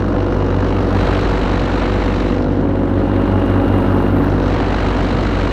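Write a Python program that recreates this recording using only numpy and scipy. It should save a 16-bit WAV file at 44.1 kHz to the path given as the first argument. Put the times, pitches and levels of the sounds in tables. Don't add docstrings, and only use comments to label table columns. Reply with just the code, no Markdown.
import sys
import numpy as np
from scipy import signal
from scipy.fft import rfft, irfft
from scipy.io import wavfile
from scipy.ndimage import uniform_filter1d

SR = 44100
rng = np.random.default_rng(int(sys.argv[2]) if len(sys.argv) > 2 else 0)


def put_to_file(sound):
    columns = np.atleast_2d(sound).T
    safe = np.clip(columns, -1, 1)
    whole_steps = np.round(safe * 32767)
    wavfile.write(sys.argv[1], SR, whole_steps.astype(np.int16))


N = 243431
T = np.arange(N) / SR
HZ = np.maximum(np.arange(N // 2 + 1) * SR / N, 1)


def from_db(db):
    return 10 ** (np.asarray(db) / 20)


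def rms_one(x):
    return x / np.sqrt(np.mean(x ** 2) + 1e-20)


def in_time(rows):
    s, *columns = np.transpose(rows)
    return [np.interp(T, s, c) for c in columns]


def at_hz(rows):
    hz, *columns = np.transpose(rows)
    return [from_db(np.interp(np.log(HZ), np.log(hz), c)) for c in columns]


def coloured(x, gain):
    return irfft(rfft(x) * gain, N)


def drift(rate_hz):
    pole = np.exp(-80 * np.pi * rate_hz / SR)
    noise = rng.standard_normal(N // 40 + 2002)
    slow = signal.lfilter([1], [1, -2 * pole, pole * pole], noise)[2000:]
    return np.interp(np.arange(N) / 40, np.arange(len(slow)), rms_one(slow))


def swells(rows):
    return sum(db * np.exp(-.5 * ((T - s) / width) ** 2) for s, width, db in rows)


def by_turn(turn):
    return np.array([np.interp(turn, [0, .5, 1], corner) for corner in np.eye(3)])


HEAD_START = .48
# (middle time [s], duration [s], new direction [0-1])
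HEAD_TURNS = [(0.65, .55, 0.64), (0.965, 0.06, 1), (1.9, .8, .95), (2.385, 0.17, .4), (2.57, .2, .05),
              (4.27, .16, .4), (4.445, .15, .86), (4.7, .36, 1)]


def head_direction():
    turn = np.full(N, HEAD_START)
    for middle, duration, direction in HEAD_TURNS:
        progress = np.clip((T - middle) / duration + .5, 0, 1)
        turn = turn + (direction - turn) * progress
    return turn


# (time [s], width [s], level [dB])
GUSTS = [(0.0, 0.23, -2), (1.08, 0.12, 1.5), (2.45, 0.21, -3), (2.83, .15, -2), (3.75, 0.47, 2.5)]


def gusts():
    return swells(GUSTS)


# (time [s], rate [firings per s])
ENGINE_SPEED = [(0, 94.42), (0.35, 94.54), (1.1, 93.8), (1.7, 93.61), (2.25, 94.19), (2.75, 93.82),
                (3.15, 94.21), (4.85, 93.74), (5.52, 93.88)]


def crank_turns():
    speed, = in_time(ENGINE_SPEED)
    return np.cumsum(speed) / SR


BLADE_BURSTS = [(.86, .045, 1.5, .9, .6), (.52, .09, .3, 1.4, .6), (.62, .19, .3, .2, 1.0),
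                (.1, .13, 1.1, .15, .1)]
EVENER_ASIDE = .7


def chopping(passages, turn, depth, uneven_db):
    gain, shares = np.ones(N), by_turn(turn)
    uneven_db = uneven_db * (1 - EVENER_ASIDE * turn)
    for place, width, *heights in BLADE_BURSTS:
        count, within = np.divmod(passages - place + .5, 1)
        count = (count - count[0]).astype(int)
        chance = np.clip(rng.standard_normal(count[-1] + 1), -2, 2)
        strength = from_db(uneven_db * chance[count])
        shape = np.exp(-.5 * ((within - .5) / width) ** 2)
        gain += depth * (heights @ shares) * strength * shape
    quarter_second_power = uniform_filter1d(gain ** 2, size=SR // 4)
    return gain / np.sqrt(quarter_second_power)


# (frequency [Hz], density [dB per Hz] ahead, half turned, aside)
WASH_COLOUR = [(20, -60.5, -53, -50.5), (70, -50, -53, -44.5), (130, -49, -48.5, -46), (193, -47, -48, -45),
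               (270, -44.5, -45.5, -45), (500, -52.5, -51.5, -50.5), (616, -55, -51, -51.5),
               (750, -55.5, -54.5, -53), (1404, -60, -58, -56.5), (2390, -73.5, -73.5, -65),
               (2950, -75, -73, -66.5), (3500, -79.5, -80, -71.5), (3950, -79.5, -76, -68),
               (4870, -90, -84, -79), (5880, -94.5, -85.5, -82), (7960, -99.6, -99.5, -90),
               (9600, -106, -103, -102), (12900, -109, -108, -106), (14500, -134, -134, -134)]
# (band centre [Hz], chopping depth ahead, half turned,
# aside, burst unevenness facing ahead [dB], gain per dB of gust [dB])
EDDIES = [(249, .2, .2, .2, 1, 0), (920, 1.7, 1.2, .6, 3.2, 1.25), (2160, 1.1, 1.1, .65, 2.9, .9),
          (5600, .3, 1.5, .85, 3.4, .7), (12000, .8, 1.3, 1.1, 5.5, .8)]
WASH_TRIM_DB = -.5


def wash(passages, firings, turn, gust_db, grain_db=2.17, rasp=0.043):
    centres, shares = np.array(EDDIES)[:, 0], by_turn(turn)
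    air = np.zeros(N)
    for k, (corner, eddy) in enumerate(zip(np.eye(len(EDDIES)), EDDIES)):
        _, *depths, uneven_db, follows = eddy
        gain = chopping(passages, turn, depths @ shares, uneven_db) * from_db(follows * gust_db)
        if k > 0:
            grain = rms_one(from_db(grain_db * drift(200)))
            gain = gain * grain * from_db(WASH_TRIM_DB) * (1 + rasp * np.cos(2 * np.pi * firings))
        band = np.sqrt(np.interp(np.log(HZ), np.log(centres), corner))
        noise = rng.standard_normal(N) * np.sqrt(SR / 2)
        air += coloured(gain * noise, band)
    air = coloured(air, HZ ** 2 / np.hypot(HZ ** 2, 22 ** 2))
    return sum(share * coloured(air, colour) for share, colour in zip(shares, at_hz(WASH_COLOUR)))


# (frequency [Hz], relative density [dB per Hz])
HISS_COLOUR = [(6000, -26.5), (8600, 0.5), (10200, -6), (11500, 1), (12500, -3), (13300, -14), (15000, -40)]
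# (time [s], level [dB])
HISS_LEVEL = [(0, -78), (.5, -75), (1.0, -63), (1.5, -74), (2.25, -67), (2.5, -78), (2.95, -68),
              (3.25, -64), (3.45, -62.5), (3.65, -59.5), (3.85, -59), (4.05, -60), (4.25, -61.5),
              (4.6, -71), (5.52, -71)]


def hiss(passages, turn):
    hiss_db, = in_time(HISS_LEVEL)
    colour, = at_hz(HISS_COLOUR)
    noise = rms_one(coloured(rng.standard_normal(N), colour))
    return from_db(hiss_db) * noise * chopping(passages, turn, depth=.8, uneven_db=6.5)


# (frequency [Hz], relative density [dB per Hz])
SIZZLE_COLOUR = [(10000, -29), (12400, -1), (14500, 2), (15700, -6)]
# (time [s], level [dB], flutter [dB])
SIZZLE_LEVEL = [(2.9, -100, 0), (3.5, -72, 0), (3.72, -63.5, 2), (4.05, -63.5, 1), (4.18, -58, 8),
                (4.25, -57, 6), (4.31, -77, 5), (4.6, -99, 5)]
PUFF_PLACE, BLADES = .7, 2


def sizzle(passages, blade_mismatch=.3):
    sizzle_db, flutter_db = in_time(SIZZLE_LEVEL)
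    colour, = at_hz(SIZZLE_COLOUR)
    noise = rms_one(coloured(rng.standard_normal(N), colour))
    angle = 2 * np.pi * (passages - PUFF_PLACE)
    mismatch = 1 - blade_mismatch * np.cos(angle / BLADES)
    puffs = rms_one(from_db(flutter_db * np.cos(angle)) * mismatch)
    return from_db(sizzle_db) * noise * puffs


WHINE_MULTIPLES = [15, 29, 30, 31]
WHINE_PARTIALS_DB = [1, -12, 0, -13]
# (time [s], level [dB])
WHINE_LEVEL = [(0, -57), (.4, -49), (.6, -52), (.85, -57), (2.9, -59), (3.1, -50.5), (3.45, -46),
               (4.08, -45.5), (4.2, -53), (4.4, -56), (5.52, -58)]
WHINE_JITTER = .003


def whine(firings):
    whine_db, = in_time(WHINE_LEVEL)
    angle = 2 * np.pi * (firings + WHINE_JITTER * drift(22))
    partials = sum(from_db(level_db + drift(24)) * np.sin(multiple * angle)
                   for multiple, level_db in zip(WHINE_MULTIPLES, WHINE_PARTIALS_DB))
    return np.sqrt(2) * from_db(whine_db) * partials


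def pulse_phases(orders_db, size=1024):
    multiples = np.arange(1, len(orders_db) + 1)
    log_gain = np.log(from_db(np.interp(np.arange(size // 2 + 1), multiples, orders_db)))
    cepstrum = irfft(log_gain)
    one_sided = np.r_[cepstrum[0], 2 * cepstrum[1:size // 2]]
    return rfft(one_sided, size).imag[multiples]


WAVER_DB = .9
STEADY_BELOW_MULTIPLE = 4


def rotor(cycles, orders, turn, jitter, smear, rough_db, harmonic_swells=(), deep_lag=0):
    levels_db, shares = np.array(orders)[:, 1:], by_turn(turn)
    phases = pulse_phases(levels_db.mean(axis=1))
    angle = 2 * np.pi * (cycles + jitter * drift(25))
    out = np.zeros(N)
    for k, (level_db, phase) in enumerate(zip(levels_db, phases), 1):
        waver_db = min(k / STEADY_BELOW_MULTIPLE, 1) * WAVER_DB * drift(1.2)
        swell_db = waver_db + swells(row[:-1] for row in harmonic_swells if row[-1] == k)
        shift = smear * k ** 2 - deep_lag * min(1, (2 / k) ** 2)
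        gain = from_db(level_db @ shares + swell_db)
        out += gain * np.cos(k * angle + phase + 2 * np.pi * shift)
    return np.sqrt(2) * out * from_db(rough_db * drift(43))


# (multiple, level [dB] ahead, half turned, aside)
EXHAUST_ORDERS = [(1, -21.4, -22.0, -22.9), (2, -30.5, -35.4, -35.0), (3, -24.8, -26.7, -30.3),
                  (4, -32.4, -31.6, -31.9), (5, -35.4, -34.2, -36.1), (6, -37.6, -38.4, -40.5),
                  (7, -39.2, -42.2, -44.7), (8, -45.5, -47.5, -45.6), (9, -42.5, -44.6, -43.9),
                  (10, -48.0, -48.7, -49.7)]
# (time [s], width [s], level [dB], multiple)
EXHAUST_SWELLS = [(.75, .25, 1.5, 1), (1.4, .15, -3, 1), (5.25, .2, 2.5, 1), (3.7, .4, 1.5, 2),
                  (.2, .3, -2, 3), (1.6, .3, -3, 3), (2.6, .2, 3, 3), (4.0, .35, 1.5, 3)]
EXHAUST_TRIM_DB, EXHAUST_FOLLOWS = 0.96, 0.57
EXHAUST_JITTER, EXHAUST_SMEAR = .003, .04


def exhaust(firings, turn, gust_db):
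    pulses = rotor(firings, EXHAUST_ORDERS, turn, EXHAUST_JITTER, EXHAUST_SMEAR,
                   rough_db=0.97, harmonic_swells=EXHAUST_SWELLS)
    return from_db(EXHAUST_TRIM_DB + EXHAUST_FOLLOWS * gust_db) * pulses


# (multiple, level [dB] ahead, half turned, aside)
BLADE_ORDERS = [(1, -24.0, -22.1, -20.5), (2, -27.4, -30.7, -31.5), (3, -31.0, -31.7, -33.0),
                (4, -28.0, -33.0, -34.5), (5, -25.8, -27.4, -27.7), (6, -26.7, -28.1, -27.8),
                (7, -28.8, -30.2, -32.5), (8, -34.9, -37.9, -38.5), (9, -33.5, -37.3, -38.9),
                (10, -43.0, -32.0, -30.5), (11, -31.5, -37.0, -37.0), (12, -48.4, -38.9, -38.9),
                (13, -41.6, -41.6, -41.5), (14, -46.5, -45.4, -41.6), (15, -47.0, -48.5, -47.9),
                (16, -41.3, -44.8, -47.0), (17, -43.8, -44.9, -48.2), (18, -52.9, -44.7, -46.2),
                (19, -46.8, -47.4, -49.4), (20, -47.0, -50.1, -50.3), (21, -56.0, -45.1, -48.3),
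                (22, -52.5, -54.4, -48.9)]
# (time [s], width [s], level [dB], multiple)
BLADE_SWELLS = [(.15, .08, -9, 2), (2.85, .25, -4, 2), (3.6, .2, 6, 2), (5.0, .3, -7, 2), (1.5, .4, -7, 3),
                (2.55, .25, 4, 3), (3.45, .25, -9, 3), (4.3, .18, 8, 3), (2.3, .15, -5, 4), (3.7, .4, 2, 4),
                (4.9, .3, -5, 4), (2.35, .2, 4.5, 5), (3.9, .35, 2, 5), (.5, .15, -6, 6),
                (1.15, .25, 2.5, 6), (2.5, .2, 3, 6), (.15, .25, 5, 7), (.85, .15, -8, 7), (2.3, .3, 3, 7),
                (4.8, .15, -9, 7), (.2, .25, 5.5, 10), (2.0, .25, 4, 10), (2.44, .1, 6.5, 10),
                (2.7, .3, 3, 11), (3.5, .35, 2.5, 11), (5.1, .4, -6, 11)]
PROPELLER_TRIM_DB, PROPELLER_FOLLOWS = 1, 0.44
BLADE_JITTER, BLADE_SMEAR = .001, .008
SHADOW_LAG, SHADOW_GLIDE_S = .27, .7


def propeller(passages, turn, gust_db):
    facing_ahead = uniform_filter1d(1 - turn, size=int(SHADOW_GLIDE_S * SR), mode="nearest")
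    pulses = rotor(passages, BLADE_ORDERS, turn, BLADE_JITTER, BLADE_SMEAR, rough_db=0.7,
                   harmonic_swells=BLADE_SWELLS, deep_lag=SHADOW_LAG * facing_ahead)
    return from_db(PROPELLER_TRIM_DB + PROPELLER_FOLLOWS * gust_db) * pulses


# (time [s], width [s], level [dB])
DRONE_DIPS = [(1.7, 0.42, -2.5), (5.25, 0.45, -4)]


def drone(firings, passages, turn, gust_db):
    tones = exhaust(firings, turn, gust_db) + propeller(passages, turn, gust_db)
    throb = coloured(tones, 1 / (1 + (HZ / 70) ** 8))
    return throb + from_db(swells(DRONE_DIPS)) * (tones - throb)


BELT_RATIO = 3.7934
EXHAUST_LAG, BLADE_LAG = .44, .66


def scene():
    turn, gust_db = head_direction(), gusts()
    crank = crank_turns()
    firings = crank - EXHAUST_LAG
    passages = crank * BLADES / BELT_RATIO - BLADE_LAG
    air = wash(passages, firings, turn, gust_db) + hiss(passages, turn) + sizzle(passages)
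    return (air + whine(firings) + drone(firings, passages, turn, gust_db))[None]


CUTOFF_HZ = 15700


def record(dry, top=0.86):
    rounded = coloured(top * np.tanh(dry / top), HZ > 10)
    low_pass = signal.cheby1(10, .2, CUTOFF_HZ, fs=SR, output="sos")
    return signal.sosfilt(low_pass, rounded)


dry = scene()
out = record(dry)
put_to_file(out)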